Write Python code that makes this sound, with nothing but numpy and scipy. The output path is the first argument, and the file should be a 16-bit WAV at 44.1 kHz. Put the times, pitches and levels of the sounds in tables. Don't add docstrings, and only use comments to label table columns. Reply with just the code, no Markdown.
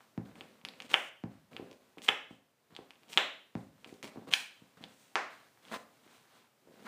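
import sys
import numpy as np
from scipy import signal
from scipy.fft import rfft, irfft, next_fast_len
from scipy.io import wavfile
from scipy.ndimage import uniform_filter1d, minimum_filter1d

SR = 44100
rng = np.random.default_rng(int(sys.argv[2]) if len(sys.argv) > 2 else 0)


def invert_db(x):
    u = np.asarray(x, float) / 20
    return 10 ** u


def waveform_to_disk(signal):
    frames = np.transpose(np.atleast_2d(signal))
    scaled = np.clip(frames, -1, 1) * 32767
    samples = np.round(scaled).astype(np.int16)
    wavfile.write(sys.argv[1], SR, samples)


N = 303048

# pitch_hz, level_db (per Hz)
STILL_SPECTRUM = [(24, -49), (40, -25.5), (124, -3.5), (147, -5), (392, -6.5), (733, -8), (13100, -24.5),
                  (14800, -20), (16000, -39)]
STILL_DB = -71.5
# start_s, level_db (added to the background)
LEG_RUSTLE = [(0.1, 1.5), (1.4, -1), (1.899, 1), (2.55, -4), (2.9, 1), (3.5, -0.5), (4.7, 1), (5.5, 3.5),
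              (6.3, 3), (6.55, -1), (6.8, 3.5)]

# delay_s, level_db
ECHOES = [(.0009, -16.5), (.0024, -15.5), (.0053, -12), (.0062, -20)]
# pitch_hz, t60_s
ROOM_DECAY = [(150, 0.65), (400, 0.42), (1000, 0.4), (2500, 0.44), (3600, 0.48), (6000, .4), (13000, 0.32)]
# pitch_hz, level_db
ROOM_TONE = [(150, -4), (390, 1), (520, 6), (1000, 2.5), (2000, 1.5), (3300, -8.5), (4500, -3), (9000, 1.5)]
ROOM_DB = -5.5
FLUTTER_S, FLUTTER_DB = 0.0175, -6

# pitch_hz, level_db
SOLE_SLAP_SPECTRUM = [(80, -40), (250, -10), (500, -6), (1100, 1), (1800, 1), (2800, -3), (4500, -13),
                      (6200, -18)]
SOLE_SLAP_S, SOLE_SLAP_DB, SOLE_SLAP_ROOM_DB = 5.156, -11, 6.5

# pitch_hz, level_db
RUMBLE = [(60, -28), (110, -14), (170, -3), (240, 3.5), (330, -6), (500, -4), (750, -12), (1200, -40)]
# pitch_hz, level_db
DRAG = [(300, -23.5), (600, -2.5), (1000, 3), (1600, 1), (2200, -6.5), (3500, -30.5)]
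# pitch_hz, level_db
SCRAPE = [(1200, -29.5), (2000, -1), (2800, -0.5), (4000, -1), (5200, -9), (8000, -25)]
# pitch_hz, level_db
HISS = [(3500, -25), (5500, 0.5), (8500, 2), (12000, -11), (16000, -3.5)]
# level_db (against the slip), tilt_db (per brightness)
SLIP_LAYERS = [(-0.76, -7.5), (-1.54, 0.8), (-6, 7.5)]
# start_s, length_s, load_db (on the boards), slip_db,
# brightness (-1 dull to 1 bright)
SLIDES = [(0.0, 0.13, -73, -72.5, 0.26), (.25, 0.11, -56, -67, -0.35), (.352, 0.27, -61, -65.5, -0.1),
          (.65, 0.23, -60, -73.5, -0.015), (1.3, 0.16, -81, -72.5, -0.26),
          (1.51, 0.27, -55.5, -66.5, -0.34), (1.8, .17, -70, -76.5, .1), (1.975, .045, -58.5, -68, .1),
          (2.7, 0.22, -64, -72, -0.48), (3.87, .15, -60, -66, 0.52), (4.03, 0.072, -50, -53.5, .3),
          (4.1, 0.33, -59.5, -69, -0.26), (4.4, 0.087, -70, -56, 0.82), (4.48, 0.37, -76, -71, 0.27),
          (4.81, 0.14, -61.5, -65.5, -0.25), (5.3, 0.19, -73, -63, -0.3), (.945, .15, -77.5, -57, .95),
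          (3.56, .14, -76.5, -69, 0.36), (4.34, 0.071, -77, -48.5, 0.99), (2.3, .1, -73.5, -73, .5),
          (4.768, .045, -66, -67, -.5)]
# start_s, length_s, load_db, slip_db, brightness (-1 to 1)
SWEEPS = [(.89, 0.049, -52, -49, 0.19), (2.018, 0.058, -56, -52, 1), (3.09, 0.084, -58.5, -55, 0.9),
          (4.27, .034, -46.5, -57, -0.4), (4.88, 0.29, -77, -68.5, 0.93), (5.62, .22, -60, -58, -.1),
          (5.712, 0.063, -46, -46, -.6), (5.85, 0.22, -75, -75.5, 0.2), (6.03, 0.23, -70, -64.5, 0.11),
          (6.25, 0.23, -71.5, -66.5, -0.13), (6.62, 0.19, -64.5, -77.5, -0.21)]
# start_s, length_s, load_db, slip_db, brightness (-1 to 1)
PULLS = [(.75, 0.12, -60, -63.5, 0.26), (.927, 0.012, -45, -41.5, -0.045), (2.074, 0.0077, -51.5, -46, -.1),
         (2.9, 0.21, -65.5, -71.5, .1), (3.158, .014, -45.5, -55.5, -0.11), (3.7, .18, -65, -68.5, .1),
         (4.305, .032, -50, -41, .1), (6.845, .027, -55, -56, -.6), (6.72, 0.16, -55, -61.5, -0.26)]
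# peak_place (share of length), start_db, end_db (against the peak)
SLIDE_SHAPE = (0.12, -2.5, -11)
SWEEP_SHAPE = (.48, -12.5, -11.5)
PULL_SHAPE = (1, -16.5, -2.5)

# start_s, level_db (peak), pitch_hz
BUMPS = [(1.5448, -46.5, 240), (1.5961, -34.5, 331), (1.6244, -39, 280), (1.7159, -44, 414),
         (2.091, -37.5, 280), (3.9253, -40, 309), (4.6192, -49, 213), (4.77, -55, 210), (5.1575, -38, 408),
         (6.6732, -50, 380), (6.685, -54, 420), (6.6957, -56.5, 258)]
# start_s, level_db (peak), pitch_hz
TAPS = [(0.3621, -50, 223), (0.4117, -47, 251), (0.6378, -54.5, 183), (0.9146, -40.5, 342),
        (1.5189, -56, 199), (1.6605, -51, 372), (1.9725, -45, 328), (2.3082, -43.5, 228.2),
        (2.7223, -55, 185), (2.7891, -40, 322.6), (3.1766, -38, 435), (3.861, -49, 303), (4.0434, -42, 400),
        (4.0611, -48, 289), (4.1587, -41.5, 304), (4.1729, -39.5, 271), (4.1799, -42, 197),
        (4.2212, -46.5, 279), (4.2728, -46, 366), (4.808, -48, 209.2), (4.8381, -47, 251),
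        (5.4532, -63.5, 226), (5.7206, -37, 451), (6.0641, -55, 269)]
BUMP_KNOCK_DB, TAP_KNOCK_DB = -19, -4.5

# start_s, level_db (peak), slap_db (against the peak)
HEELS = [
    (0.1772, -27.5, -3),
    (1.238, -30, -0.5),
    (3.553, -29, 2),
]
# pitch_hz, level_db, t60_s
BOARD_MODES = [(109.8, -11.5, 0.044), (212, -36, 0.033), (321.2, -13, 0.11), (696, -33.5, 0.034)]

# start_s, level_db (peak), pitch_hz (ring), edge_hz (upper limit),
# tick_db (against the peak)
RELEASES = [
    (0.9367, -27, 2800, 4900, -14),
    (0.9383, -28, 2800, 4900, -15.5),
    (0.9405, -17, 2800, 4300, -21.5),
    (0.9418, -3.5, 2750, 3400, -19),
    (2.0838, -16.5, 2806, 4300, -13),
    (2.0863, -11.5, 2606, 4300, -13.5),
    (2.0886, -4, 2866, 3500, -21),
    (3.1747, 2, 2904, 4250, -19.5),
]
# start_s, level_db (peak), pitch_hz, edge_hz, tick_db
CHATTER = [
    (4.3148, -31, 2700, 4500, -14),
    (4.3270, -24.5, 2700, 4500, -14),
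    (4.3298, -28, 2600, 4500, -14),
    (4.3326, -27, 2800, 4500, -17),
    (4.336, -24, 2800, 4500, -15),
    (4.3373, -5.5, 2700, 4700, -12),
    (4.3385, -13, 2500, 4500, -12),
]
# start_s, level_db (peak), pitch_hz (ring), tick_db (against the peak)
LUGS = [(0.0064, -46, 1350, -19), (0.3143, -50.5, 1690, -18), (0.356, -43.5, 2150, -31),
        (0.4092, -30, 2600, -20.5), (0.6145, -50.5, 2300, -27), (0.6504, -25, 2525, -6.5),
        (0.6869, -31, 3480, -10), (0.7372, -43.5, 2260, -24), (0.8028, -28, 2460, -11),
        (0.8215, -34.5, 2470, -5), (1.5323, -43.5, 2270, -24), (1.566, -26.5, 2580, -19.5),
        (1.7132, -44.5, 2504, -1.5), (1.7295, -46.5, 2460, -5), (1.984, -35, 2290, -17),
        (2.7511, -40.5, 3400, -15), (2.7646, -29.5, 2960, -15), (2.9069, -37, 2450, -11),
        (2.9352, -53.5, 2520, -16.5), (2.9563, -51, 2660, -19), (3.8455, -32.5, 2550, -18),
        (3.893, -45.5, 2100, -14), (3.941, -54, 3100, 1.5), (4.8278, -48.5, 2840, -11),
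        (4.8395, -30, 3060, -18), (5.5747, -52.5, 1440, -20), (5.6521, -44, 2720, -11),
        (5.684, -43.5, 2670, -12), (5.7227, -36, 1940, -5), (6.0774, -50, 1920, -10)]
# start_s, level_db (peak), pitch_hz (ring)
CRACKLES = [(0.8522, -46.5, 2610), (0.8592, -50.5, 2380), (0.8821, -50.5, 2770), (0.9012, -37.5, 2530),
            (0.915, -31, 2325), (0.9205, -37.5, 2575), (2.0193, -38, 2740), (2.0264, -46, 3170),
            (2.039, -43.5, 2900), (2.0461, -46, 2680), (2.0646, -38.5, 2445), (2.0714, -45.5, 2505),
            (2.0798, -38.5, 2685), (3.0336, -48.5, 2320), (3.0834, -52.5, 2850), (3.09, -50.5, 2740),
            (3.0994, -45, 2370), (3.102, -44.5, 2570), (3.1207, -42.5, 2760), (3.1282, -38, 2730),
            (3.1315, -30, 2625), (3.1392, -34, 2580), (4.0286, -31.5, 2045), (4.0434, -33.5, 2215),
            (4.054, -38.5, 1985), (4.0769, -39, 2390)]
CRACKLE_TICK_DB, LUG_EDGE_HZ = -5.5, 5100
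RELEASE_LOW_HZ, CHATTER_LOW_HZ, LUG_LOW_HZ = 350, 1600, 600
TICK_HZ, TICK_SPREAD = 5300, 0.07
KNOCK_DB, KNOCK_GROWTH = -54.5, 0.35


def evened(x):
    return x / np.sqrt(np.mean(x ** 2) + 1e-20)


def read(points, hz):
    f, value = np.transpose(points)
    return np.interp(np.log(hz + 1), np.log(f + 1), value)


def add(mix, s, sound):
    part = mix[round(s * SR):][:len(sound)]
    part += sound[:len(part)]


def colour(x, points):
    size = next_fast_len(len(x))
    gain = invert_db(read(points, np.fft.rfftfreq(size, 1 / SR)))
    return irfft(rfft(x, size) * gain, size)[:len(x)]


def ring(hz, t60, rise, size):
    t = np.arange(size) / SR
    x = -np.sin(2 * np.pi * hz * t) * invert_db(-60 * t / t60) * (1 - np.exp(-t / rise))
    return x / abs(x).max()


def push(hz):
    t = np.arange(int(3 / 2 / hz * SR)) / SR
    return np.sin(2 * np.pi * hz * t) * signal.windows.tukey(len(t), 0.5)


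def still_room():
    level_db = STILL_DB + np.interp(np.arange(N) / SR, *np.transpose(LEG_RUSTLE))
    return invert_db(level_db) * evened(colour(rng.standard_normal(N), STILL_SPECTRUM))


def room(x):
    taps = np.zeros(SR)
    at = np.arange(100, SR - 20, 16) + rng.integers(0, 16, (SR - 105) // 16)
    taps[at] = rng.choice([-1., 1.], len(at))
    hz, t, z = signal.stft(taps, SR, nperseg=256)
    decay = invert_db(-60 * t / read(ROOM_DECAY, hz)[:, None])
    tail = signal.istft(z * decay, SR, nperseg=256)[1][:SR]
    tail = colour(tail / np.linalg.norm(tail), ROOM_TONE) * invert_db(ROOM_DB)
    tail *= np.minimum(1, np.arange(SR) / (0.0013 * SR))
    return signal.fftconvolve(x, tail)[:N]


def flutter(x):
    gap = np.zeros(round(FLUTTER_S * SR) - 1)
    return signal.lfilter([1], np.r_[1, gap, -invert_db(FLUTTER_DB)], x) - x


def echoes(x):
    taps = np.zeros(1000)
    for s, db in ECHOES:
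        taps[round(s * SR)] += invert_db(db)
    return signal.oaconvolve(x, taps)[:N]


def sole_slap():
    out = np.zeros(N)
    hz = abs(np.fft.fftfreq(4096, 1 / SR))
    octaves_above = np.log2(np.maximum(1, hz / SOLE_SLAP_SPECTRUM[-1][0]))
    log_gain = np.log(invert_db(read(SOLE_SLAP_SPECTRUM, hz) - 26 * octaves_above))
    minimum_phase = np.exp(np.conj(signal.hilbert(log_gain)))
    clap = np.fft.ifft(minimum_phase).real[:1500]
    add(out, SOLE_SLAP_S, invert_db(SOLE_SLAP_DB) * clap / abs(clap).max())
    return out


def grit(per_s, spread_db):
    size = invert_db(spread_db * np.minimum(rng.exponential(1, N), 5)) * rng.standard_normal(N)
    return size * (rng.random(N) < per_s / SR)


def rubs():
    layers = np.array([evened(colour(grit(1200, 0.74), RUMBLE)),
                       evened(colour(grit(3000, 2.5), DRAG)),
                       evened(colour(grit(5000, 0.92), SCRAPE)),
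                       evened(colour(grit(15000, 0.82), HISS))])
    out = np.zeros(N)
    kinds = (SLIDES, SLIDE_SHAPE), (SWEEPS, SWEEP_SHAPE), (PULLS, PULL_SHAPE)
    for rows, (peak, start_db, end_db) in kinds:
        for s, length, load_db, slip_db, brightness in rows:
            at = round(max(s, 0) * SR)
            slip_dbs = [slip_db + db + brightness * tilt_db for db, tilt_db in SLIP_LAYERS]
            stroke = invert_db([load_db] + slip_dbs) @ layers[:, at:at + round(length * SR)]
            size = len(stroke)
            place = np.arange(size) / SR / length
            shape_db = np.interp(place, [0, np.clip(peak, 0, 1), 1], [start_db, 0, end_db])
            fade = signal.windows.tukey(size, min(1, 300 / size))
            add(out, at / SR, stroke * invert_db(shape_db) * fade)
    return out


def bumps():
    out = np.zeros(N)
    sag = invert_db(-15.0) * ring(57, 0.016, 0.004, size=3000)
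    knock = ring(640, 0.0053, 0.00023, size=3000) + invert_db(-4.0) * ring(930, 0.0055, 0.0002, size=3000)
    for rows, knock_db in (BUMPS, BUMP_KNOCK_DB), (TAPS, TAP_KNOCK_DB):
        for s, db, hz in rows:
            add(out, s, invert_db(db) * push(hz))
            add(out, s, invert_db(db) * (sag + invert_db(knock_db) * knock))
    return out


def heels():
    out = np.zeros(N)
    boards = sum(invert_db(db) * ring(hz, t60, 0.005, size=9000) for hz, db, t60 in BOARD_MODES)
    slap = ring(460, 0.0042, 0.00026, size=9000)
    slap -= invert_db(-6.5) * ring(1150, 0.00195, 0.00035, size=9000)
    slap += invert_db(-6.5) * ring(1990, 0.00143, 0.0002, size=9000)
    slap += invert_db(-17) * ring(3560, 0.00065, 0.00018, size=9000)
    for s, db, slap_db in HEELS:
        add(out, s, invert_db(db + slap_db) * slap)
        add(out, s + 0.00069, invert_db(db) * push(190))
        add(out, s, invert_db(db) * boards)
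    return out


def snaps():
    rows = [(*row, RELEASE_LOW_HZ) for row in RELEASES]
    rows += [(*row, CHATTER_LOW_HZ) for row in CHATTER]
    rows += [(s, db, hz, LUG_EDGE_HZ, tick_db, LUG_LOW_HZ) for s, db, hz, tick_db in LUGS]
    rows += [(s, db, hz, LUG_EDGE_HZ, CRACKLE_TICK_DB, LUG_LOW_HZ) for s, db, hz in CRACKLES]
    out = np.zeros(N)
    t = np.arange(300) / SR
    for s, db, hz, edge_hz, tick_db, low_hz in rows:
        noise = rng.standard_normal(300)
        lug = ring(1.073 * hz, 0.0017, 0.0012, size=1500)
        lug += invert_db(-3.5) * ring(0.74 * hz, 0.0014, 0.0001, size=1500)
        knock_db = KNOCK_DB + 40 + (KNOCK_GROWTH - 1) * (db + 40)
        knock = invert_db(knock_db) * ring(980, 0.0041, 0.0002, size=1500)
        soft = signal.cheby1(5, 1, 0.95 * edge_hz, fs=SR, output="sos")
        deep = signal.butter(2, low_hz, "high", fs=SR, output="sos")
        body = signal.sosfilt(np.r_[soft, deep], lug + knock)

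        tick = ring(TICK_HZ * (1 + TICK_SPREAD * noise[0]), 0.00076, 0.0001, size=300)
        tick += invert_db(-8) * noise * invert_db(-60 * t / 0.0056)
        bright = signal.butter(2, [1.2 * hz, 11000], "band", fs=SR, output="sos")
        tick = signal.sosfilt(bright, tick)
        add(out, s - 0.0003, -invert_db(db) * body / abs(body).max())
        add(out, s, -invert_db(db + tick_db) * tick / abs(tick).max())
    return out


def scene():
    still, clap, rub = still_room(), sole_slap(), rubs()
    thuds, clicks = bumps() + heels(), snaps()
    bass = signal.sosfiltfilt(signal.butter(2, 400, fs=SR, output="sos"), thuds)
    late_bass = np.r_[np.zeros(330), bass[:-330]]
    send = clicks + invert_db(SOLE_SLAP_ROOM_DB) * clap + invert_db(-5.5) * rub
    send += invert_db(0.5) * (thuds - bass) + invert_db(-1.5) * late_bass
    wet = echoes(clicks + clap) + flutter(bass) + room(send)
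    return (clicks + clap + thuds + rub + wet + still)[None]


def top_cut(x):
    return signal.sosfilt(signal.butter(12, 16460, fs=SR, output="sos"), x)


def record(dry):
    mic = signal.sosfilt(signal.butter(4, 80, "high", fs=SR, output="sos"), dry)
    peak = -minimum_filter1d(-abs(mic), size=81)
    gain = np.minimum(1, invert_db(-3.1) / (peak + 1e-9))
    held = mic * uniform_filter1d(gain, size=41)
    finished = signal.oaconvolve(held, signal.firwin(255, 15450, fs=SR)[None], "same")
    return top_cut(finished)


dry = scene()
out = record(dry)
waveform_to_disk(out)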